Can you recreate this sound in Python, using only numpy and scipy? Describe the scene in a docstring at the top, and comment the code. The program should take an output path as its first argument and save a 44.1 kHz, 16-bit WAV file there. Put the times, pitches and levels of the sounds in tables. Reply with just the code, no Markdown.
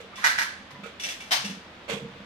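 """Hard parts clack twice on the guide of a bottle capping line, close to a stereo pair in a factory hall.
A steel fitting clatters, lighter ones jangle, a hollow part knocks: each burst is a run of quick contacts
that ring one body and carry into the hall. Loose parts tap, and soft bumps boom in the casing.
Behind the machine lie a low motor hum and the steady air of the hall."""
import sys
import numpy as np
from scipy import signal
from scipy.fft import rfft, irfft, next_fast_len
from scipy.io import wavfile
from scipy.ndimage import map_coordinates

SR = 44100
rng = np.random.default_rng(int(sys.argv[2]) if len(sys.argv) > 2 else 0)


def to_wav(s):
    """Save 16-bit WAV."""
    ch = np.atleast_2d(s).T  # columns
    pcm = np.round(np.clip(ch, -1, 1) * 32767)  # PCM
    wavfile.write(sys.argv[1], SR, pcm.astype(np.int16))


N = 99225
TIME = np.arange(N) / SR


# Contacts on the guide. 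Each row: start in seconds, relative level in dB.
CLACK_CONTACTS = [(.2412, -1), (.2454, 2.5), (.2497, -1.5), (.2563, -0.5), (.2638, 1.5), (.2702, -1),
                  (.2775, -6.5), (.2843, -8), (.2966, -8.5), (.3047, -10), (.3124, -10), (.3178, -9.5),
                  (.3826, -10), (.3868, -1.5), (.3943, -6.5), (.4005, -9.5), (.4059, -12), (.4112, -13),
                  (.4177, -4), (.4254, -8), (.4318, -15.5)]
# The slide into each clack. Each row: start and end in seconds, relative final level in dB.
CLACK_SLIDES = [(0.174, 0.246, -35.5), (0.379, 0.4, -25.5)]
# The hard part's ring. Each row: frequency in Hz, relative level in dB, t60 in seconds.
CLACK_RING = [(928, -3, 0.13), (1352, 3, 0.27), (1528, -2, .3), (1563, 0.5, 0.48), (1704, 7.5, 0.12),
              (1905, -7, 0.24), (1976, -0.5, 0.43), (2270, 0, .35), (3155, -5, 0.25), (3654, -5, 0.13)]
# Its tone from close by. Each row: frequency in Hz, gain in dB.
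CLACK_TONE = [(100, -30.5), (400, -27), (720, -15), (900, -7.5), (1300, -5), (1600, 2), (2000, 0),
              (2600, -7.5), (4000, -8), (6400, -12.5), (7500, -20), (14000, -27.5)]
# Its place between the microphones. Each row: frequency in Hz, left minus right in dB.
CLACK_BALANCE = [(500, 2), (1100, -5), (1700, -9), (3000, 4), (5500, 4), (10000, 9)]

def clacks():
    """Close to the microphones, a hard part slides up, lands twice and chatters to rest."""
    rub, rise_db = 0, 7.5
    for start, end, db in CLACK_SLIDES:
        remaining = np.clip((end - TIME) / (end - start), 0, 1)
        rub += amp(db - rise_db * remaining) * (TIME > start) * (TIME < end)
    hits = struck(CLACK_CONTACTS, CLACK_RING, crack_db=0.5, dense_db=1, dense_t60=0.13,
                  modes_db=-13, hall_db=0)
    return placed(amp(12) * hits + amp(9) * rub * diffuse(), CLACK_TONE, CLACK_BALANCE, lead_ms=0.24)


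# Contacts of the heavy fitting. Each row: start in seconds, relative level in dB.
FITTING_CONTACTS = [(.707, -22.5), (1.309, -2), (1.314, -0.5), (1.318, 6), (1.325, -1), (1.328, 4.5),
                    (1.333, -0.5), (1.338, -26), (1.345, -1.5), (1.366, -2.5)]
# Its ring. Each row: frequency in Hz, relative level in dB, t60 in seconds.
FITTING_RING = [(735, 6.5, 0.12), (777, -9, 0.35), (1050, 1, 0.17), (1459, 7.5, 0.29), (2277, 7.5, 0.31),
                (3280, -11, 0.18), (3150, -1, 0.18), (3300, -7, 0.26), (3750, -3, 0.19), (3992, -1, 0.41),
                (4890, -7, 0.37), (6204, -12, 0.5)]
# Its tone. Each row: frequency in Hz, gain in dB.
FITTING_TONE = [(100, -33), (400, -22.5), (600, -7), (750, -2.5), (1200, -4), (1600, -2.5), (2400, -3.5),
                (3500, -1), (4800, -5), (6400, -8), (7300, -17), (10000, -19.5), (14000, -26.5)]
# Where the steel sits, heavy and light alike. 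Each row: frequency in Hz, left minus right in dB.
STEEL_BALANCE = [(600, -0.5), (1100, -7.5), (1800, 1), (3000, -1.5), (5500, 6.5), (10000, 6.5), (13500, 18)]

def fitting_clatter():
    """A heavy steel fitting drops in a bright clatter that reaches the left microphone first."""
    hits = struck(FITTING_CONTACTS, FITTING_RING, crack_db=-13, dense_db=2.5, dense_t60=0.13,
                  modes_db=-10.5, hall_db=-0.5)
    return amp(6.5) * placed(hits, FITTING_TONE, STEEL_BALANCE, lead_ms=0.281)


# Contacts of the light steel parts. Each row: start in seconds, relative level in dB.
JANGLE_CONTACTS = [(.157, -11), (.165, -14), (.178, -25), (.998, -4.5), (1.006, -9.5), (1.022, -6),
                   (1.036, 1.5), (1.046, -1), (1.062, -10), (1.087, -1), (1.096, -8), (1.108, -5),
                   (1.205, -8), (1.24, -19), (1.275, -18), (1.447, -1), (1.497, -11)]
# Their ring. Each row: frequency in Hz, relative level in dB, t60 in seconds.
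JANGLE_RING = [(2020, -6, 0.098), (2304, 1, .25), (2744, 2.5, 0.16), (2926, -1, .25), (3100, -4.5, .2),
               (3470, 0, 0.23), (3520, 0, 0.11), (3990, 2.5, 0.14), (5600, 8, .13), (6210, 6, 0.2)]
# Their tone. Each row: frequency in Hz, gain in dB.
JANGLE_TONE = [(100, -30), (600, 0), (1200, -12.5), (1700, 4), (2300, 4), (3100, 5.5), (4000, 0.5),
               (4800, 1), (6300, -2), (7300, -8), (9500, -9.5), (14000, -24)]

def jangle():
    """Beside the heavy fitting, light steel parts brush each other and ring."""
    hits = struck(JANGLE_CONTACTS, JANGLE_RING, crack_db=-12, dense_db=5.5, dense_t60=0.35,
                  modes_db=-3.5, hall_db=-4)
    return amp(-6) * placed(hits, JANGLE_TONE, STEEL_BALANCE, lead_ms=0.262)


# Contacts of the hollow part. Each row: start in seconds, relative level in dB.
KNOCK_CONTACTS = [(.003, -9.5), (.835, -8), (.86, -7.5), (1.881, -7.5), (1.887, -0.5), (1.892, -6),
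                  (1.897, 7), (1.906, -5), (1.919, -3), (1.929, 2), (1.969, -11)]
# A small panel, here and in the casing. Each row: frequency in Hz, relative level in dB, t60 in seconds.
SMALL_PANEL_RING = [(465.5, -1.5, 0.18), (484.6, -5, 0.12), (527, -8.5, 0.045)]
# The hollow part's tone. Each row: frequency in Hz, gain in dB.
KNOCK_TONE = [(100, -11), (350, -7), (480, 1.5), (640, 0), (850, -5.5), (1300, -4.5), (1700, -3),
              (2400, -4), (3300, -8), (4300, -14), (6500, -15), (9000, -24), (14000, -33)]
# Its place. Each row: frequency in Hz, left minus right in dB.
KNOCK_BALANCE = [(600, -7), (1700, 2.5), (3000, -21), (5500, 5), (10000, 6.5), (13500, 11)]

def knocks():
    """A hollow part is knocked, a little to the right of the microphones."""
    hits = struck(KNOCK_CONTACTS, SMALL_PANEL_RING, crack_db=-3, dense_db=6.5, dense_t60=0.25,
                  modes_db=-22, hall_db=-4)
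    return amp(-3) * placed(hits, KNOCK_TONE, KNOCK_BALANCE, lead_ms=-0.26)


# Bumps on the casing. Each row: start in seconds, relative levels of deep and small panel in dB.
CASING_BUMPS = [(.002, -27, -6), (0.044, -19, -7.5), (0.589, -11, -29), (0.789, -3.5, -21),
                (0.829, -5.5, -18), (0.859, -27, -4.5), (1.44, 0, -11.5), (1.45, 3, -14.5), (1.496, 4, -13),
                (1.512, -1.5, -42), (1.568, -5, -16), (1.893, -5, -0.5), (1.917, -18, 7.5),
                (1.931, 6, -9.5), (1.967, -16, 2), (2.005, -12, -2.5), (2.018, 2.5, -11), (2.046, 0, -3),
                (2.085, -26, -17), (2.157, -18, -12), (2.202, -5, -16)]
# Jolts of the frame. Each row: start in seconds, relative level in dB.
FRAME_JOLTS = [(.715, -41.5), (1.38, -40), (1.92, -35), (2.015, -33), (2.11, -40), (2.165, -50)]
# The deep panel and the frame ringing. Each row: frequency in Hz, relative level in dB, t60 in seconds.
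DEEP_PANEL_RING = [(182.3, -9, 0.19), (200.5, 2.5, 0.14), (255, -5, .1)]
FRAME_RING = [(96, 0, 0.1), (140.6, 2, 0.227)]

def casing_thuds():
    """Just right of centre, bumps boom in two panels and jolts shake the frame, with little deep bass."""
    bumps = np.array(CASING_BUMPS)
    deep = excite(blows(bumps[:, [0, 1]]), ringing(DEEP_PANEL_RING) * attack(0.0098))
    small = excite(blows(bumps[:, [0, 2]]), ringing(SMALL_PANEL_RING) * attack(0.0014))
    frame = excite(blows(FRAME_JOLTS), ringing(FRAME_RING) * attack(0.015))
    boom = amp(-31) * deep + amp(-32.5) * small + frame
    radiated = filtered(boom, lambda hz: causal(along([(50, -9), (130, -1)], hz)))
    return radiated * amp([[-1.2], [1.2]])


# Loose parts tapping. Each row: start in seconds, relative level in dB, lowest mode in Hz.
LOOSE_TAPS = [(0.13, -32, 1193), (.178, -29.5, 1050), (.229, -25.5, 1262), (.705, -36.5, 1096),
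              (.749, -35, 996), (.837, -28, 1283), (.868, -39, 1256)]
# Their ring. Each row: ratio to the lowest mode, relative level in dB.
TAP_RING = [(1, -1), (1.1, -5), (1.83, -4), (2.04, -9), (2.86, -15)]

def taps():
    """Off to the right, each small part rings briefly at its own pitch, blurred by the frame around it."""
    rings, t60 = 0, 0.072
    for start, db, hz in LOOSE_TAPS:
        modes = [(hz * ratio, level, t60) for ratio, level in TAP_RING]
        rings += excite(blows([(start, db)]), ringing(modes) * attack(0.003))
    blur = excite(rings, dense_ring(t60=0.16))
    return (amp(-6.5) * rings + amp(-4) * blur) * amp([[-3], [3]])


# The frame shades the microphones from direct treble. Each row: frequency in Hz, gain in dB.
FRAME_SHADOW = [(2100, 2.5), (3200, -9.5), (8000, -12)]

def struck(rows, modes, crack_db, dense_db, dense_t60, modes_db, hall_db):
    """Each contact gives a crack, a dense ring of the frame, the body's modes and a tail in the hall."""
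    scatter_s, spread_db = 0.00025, 4
    contacts = [(start + scatter_s * rng.standard_normal(), db) for start, db in rows]
    force = blows(contacts)
    crack = filtered(force, lambda hz: causal(along(FRAME_SHADOW, hz)))
    frame = excite(force, dense_ring(dense_t60))
    body = 0
    for mode in modes:  # each contact strikes another spot and favours other modes
        uneven = [(start, db + spread_db * rng.standard_normal()) for start, db in contacts]
        body += excite(blows(uneven), ringing([mode]))
    body /= np.linalg.norm(ringing(modes))
    near = amp(crack_db) * crack + amp(dense_db) * frame + amp(modes_db) * body
    return treble_ripple(near + amp(hall_db) * hall_tail(force))


def treble_ripple(x):
    """Random fixed peaks and dips colour the treble, different at each microphone."""
    knots = rng.standard_normal((2, 600))
    depth_db, step_hz = 2.91, 109.4

    def response(hz):
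        ripple = np.array([map_coordinates(side, [hz / step_hz]) for side in knots])
        return causal(along([(1500, 0), (3500, depth_db)], hz) * ripple)
    return filtered(x, response)


# Reverberation of the hall. Each row: frequency in Hz, t60 in seconds.
HALL_DECAY = [(200, 0.38), (1600, 0.58), (4000, 0.52), (8000, 0.48), (14000, 0.23)]

def hall_tail(force):
    """The hall answers the energy of the blows with a diffuse tail; each band dies at its own speed."""
    tail, noise = 0, diffuse()
    for centre, t60 in HALL_DECAY:
        decay = amp(-60 * TIME / t60) ** 2 * attack(0.0077)
        energy = np.abs(excite(force ** 2, decay / decay.sum()))
        band = [(hz, hz == centre) for hz, _ in HALL_DECAY]
        tail += filtered(noise, lambda hz: along(band, hz)) * np.sqrt(energy)
    return tail


# Room tone of the hall. Each row: frequency in Hz, relative level in dB.
AIR_TONE = [(15, -11), (25, -52.5), (65, -4), (129, -13), (192, -1.5), (403, -8.5), (539, -5.5),
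            (703, -8.5), (802, -9), (966, -8), (1260, -8.5), (2250, -10.5), (3530, -13), (11900, -46.5),
            (14000, -44)]
# Its lean across the pair. Each row: frequency in Hz, left minus right in dB.
AIR_BALANCE = [(100, 1.5), (1500, -3.5), (3500, 3), (9000, 8)]

def hall_air():
    """The steady air of the hall, all around the microphones."""
    air = unit(placed(diffuse(), AIR_TONE, AIR_BALANCE, lead_ms=0))
    return air * amp(-47.5 + 0.74 * wobble(4.7))


# Partials of the motor. Each row: frequency in Hz, rms level in dB.
MOTOR_PARTIALS = [(68, -77.5), (99, -66), (199, -66)]

def motor_hum():
    """A low motor hum wavers in level and phase, the same in both microphones."""
    hum = 0
    for hz, db in MOTOR_PARTIALS:
        peak = np.sqrt(2) * amp(db + 2.7 * wobble(9.3))
        hum += peak * np.sin(2 * np.pi * hz * TIME + 0.2 * wobble(5.75))
    return hum


# How alike the two microphones hear the hall. 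Each row: frequency in Hz, left-right correlation.
PAIR_LIKENESS = [(30, 0.51), (100, 1), (300, .92), (700, 0.62), (1500, 0.15), (2800, 0.17), (8000, 0.014)]

def diffuse():
    """White noise from all sides, alike at the pair in the bass and unrelated in the treble."""
    def shares(hz):
        angle = np.arccos(along(PAIR_LIKENESS, hz)) / 2
        return np.array([np.cos(angle), np.sin(angle)])
    mid, side = filtered(rng.standard_normal((2, N)), shares)
    return np.array([mid + side, mid - side])


def placed(x, tone, balance, lead_ms):
    """Give a sound its tone, its balance and its head start at the left microphone."""
    side = np.array([[0.5], [-0.5]])

    def response(hz):
        lead = np.exp(2j * np.pi * hz * side * lead_ms / 1000)
        return causal(along(tone, hz) + side * along(balance, hz)) * lead
    return filtered(x, response)


def dense_ring(t60):
    """The frame's dense ring, as a dying burst of noise."""
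    return unit(diffuse() * amp(-60 * TIME / t60)) / np.sqrt(N)


def ringing(modes):
    """Damped sines of a struck body, each falling 60 dB in its t60."""
    return sum(amp(db - 60 * TIME / t60) * np.sin(2 * np.pi * hz * TIME) for hz, db, t60 in modes)


def attack(seconds):
    """A rise from 0 towards 1 with this time constant."""
    return 1 - np.exp(-TIME / seconds)


def blows(rows):
    """One impulse for each row of start in seconds and level in dB."""
    starts, db = np.transpose(rows)
    samples = np.clip(np.round(starts * SR).astype(int), 0, N - 1)
    return np.bincount(samples, amp(db), N)


def excite(force, response):
    """Play a force through a response, channel by channel."""
    return signal.fftconvolve(np.atleast_2d(force), np.atleast_2d(response), axes=1)[:, :N]


def filtered(x, response):
    """x through a complex response of frequency."""
    size = 2 * next_fast_len(N)
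    return irfft(rfft(x, size) * response(np.fft.rfftfreq(size, 1 / SR)), size)[..., :N]


def causal(db):
    """The minimum-phase response with these levels: nothing sounds before the blow."""
    cepstrum = irfft(np.log(amp(db)))
    half = cepstrum.shape[-1] // 2
    cepstrum[..., 1:half] *= 2
    cepstrum[..., half + 1:] = 0
    return np.exp(rfft(cepstrum))


def wobble(rate):
    """A smooth random curve, rate knots a second."""
    knots = rng.standard_normal(int(N * rate / SR) + 4)
    return map_coordinates(knots, [TIME * rate])


def along(points, hz):
    """Rows of frequency in Hz and value, read on a log axis."""
    freqs, values = np.transpose(points)
    return np.interp(np.log(hz + 1), np.log(freqs + 1), values)


def amp(db):
    """Gain of a level in dB."""
    return 10 ** (np.asarray(db) / 20)


def unit(x):
    """x at rms 1."""
    return x / np.sqrt(np.mean(x ** 2) + 1e-20)


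def scene():
    """The line from close by with the hall behind it, at the two microphones."""
    machine = clacks() + jangle() + fitting_clatter() + taps() + knocks() + casing_thuds()
    return machine + hall_air() + motor_hum()


def record(dry):
    """The recorder cuts off steeply at its band limit."""
    top_hz = 14400
    return filtered(dry, lambda hz: 1 / (1 + (hz / top_hz) ** 120))


dry = scene()
out = record(dry)
to_wav(out)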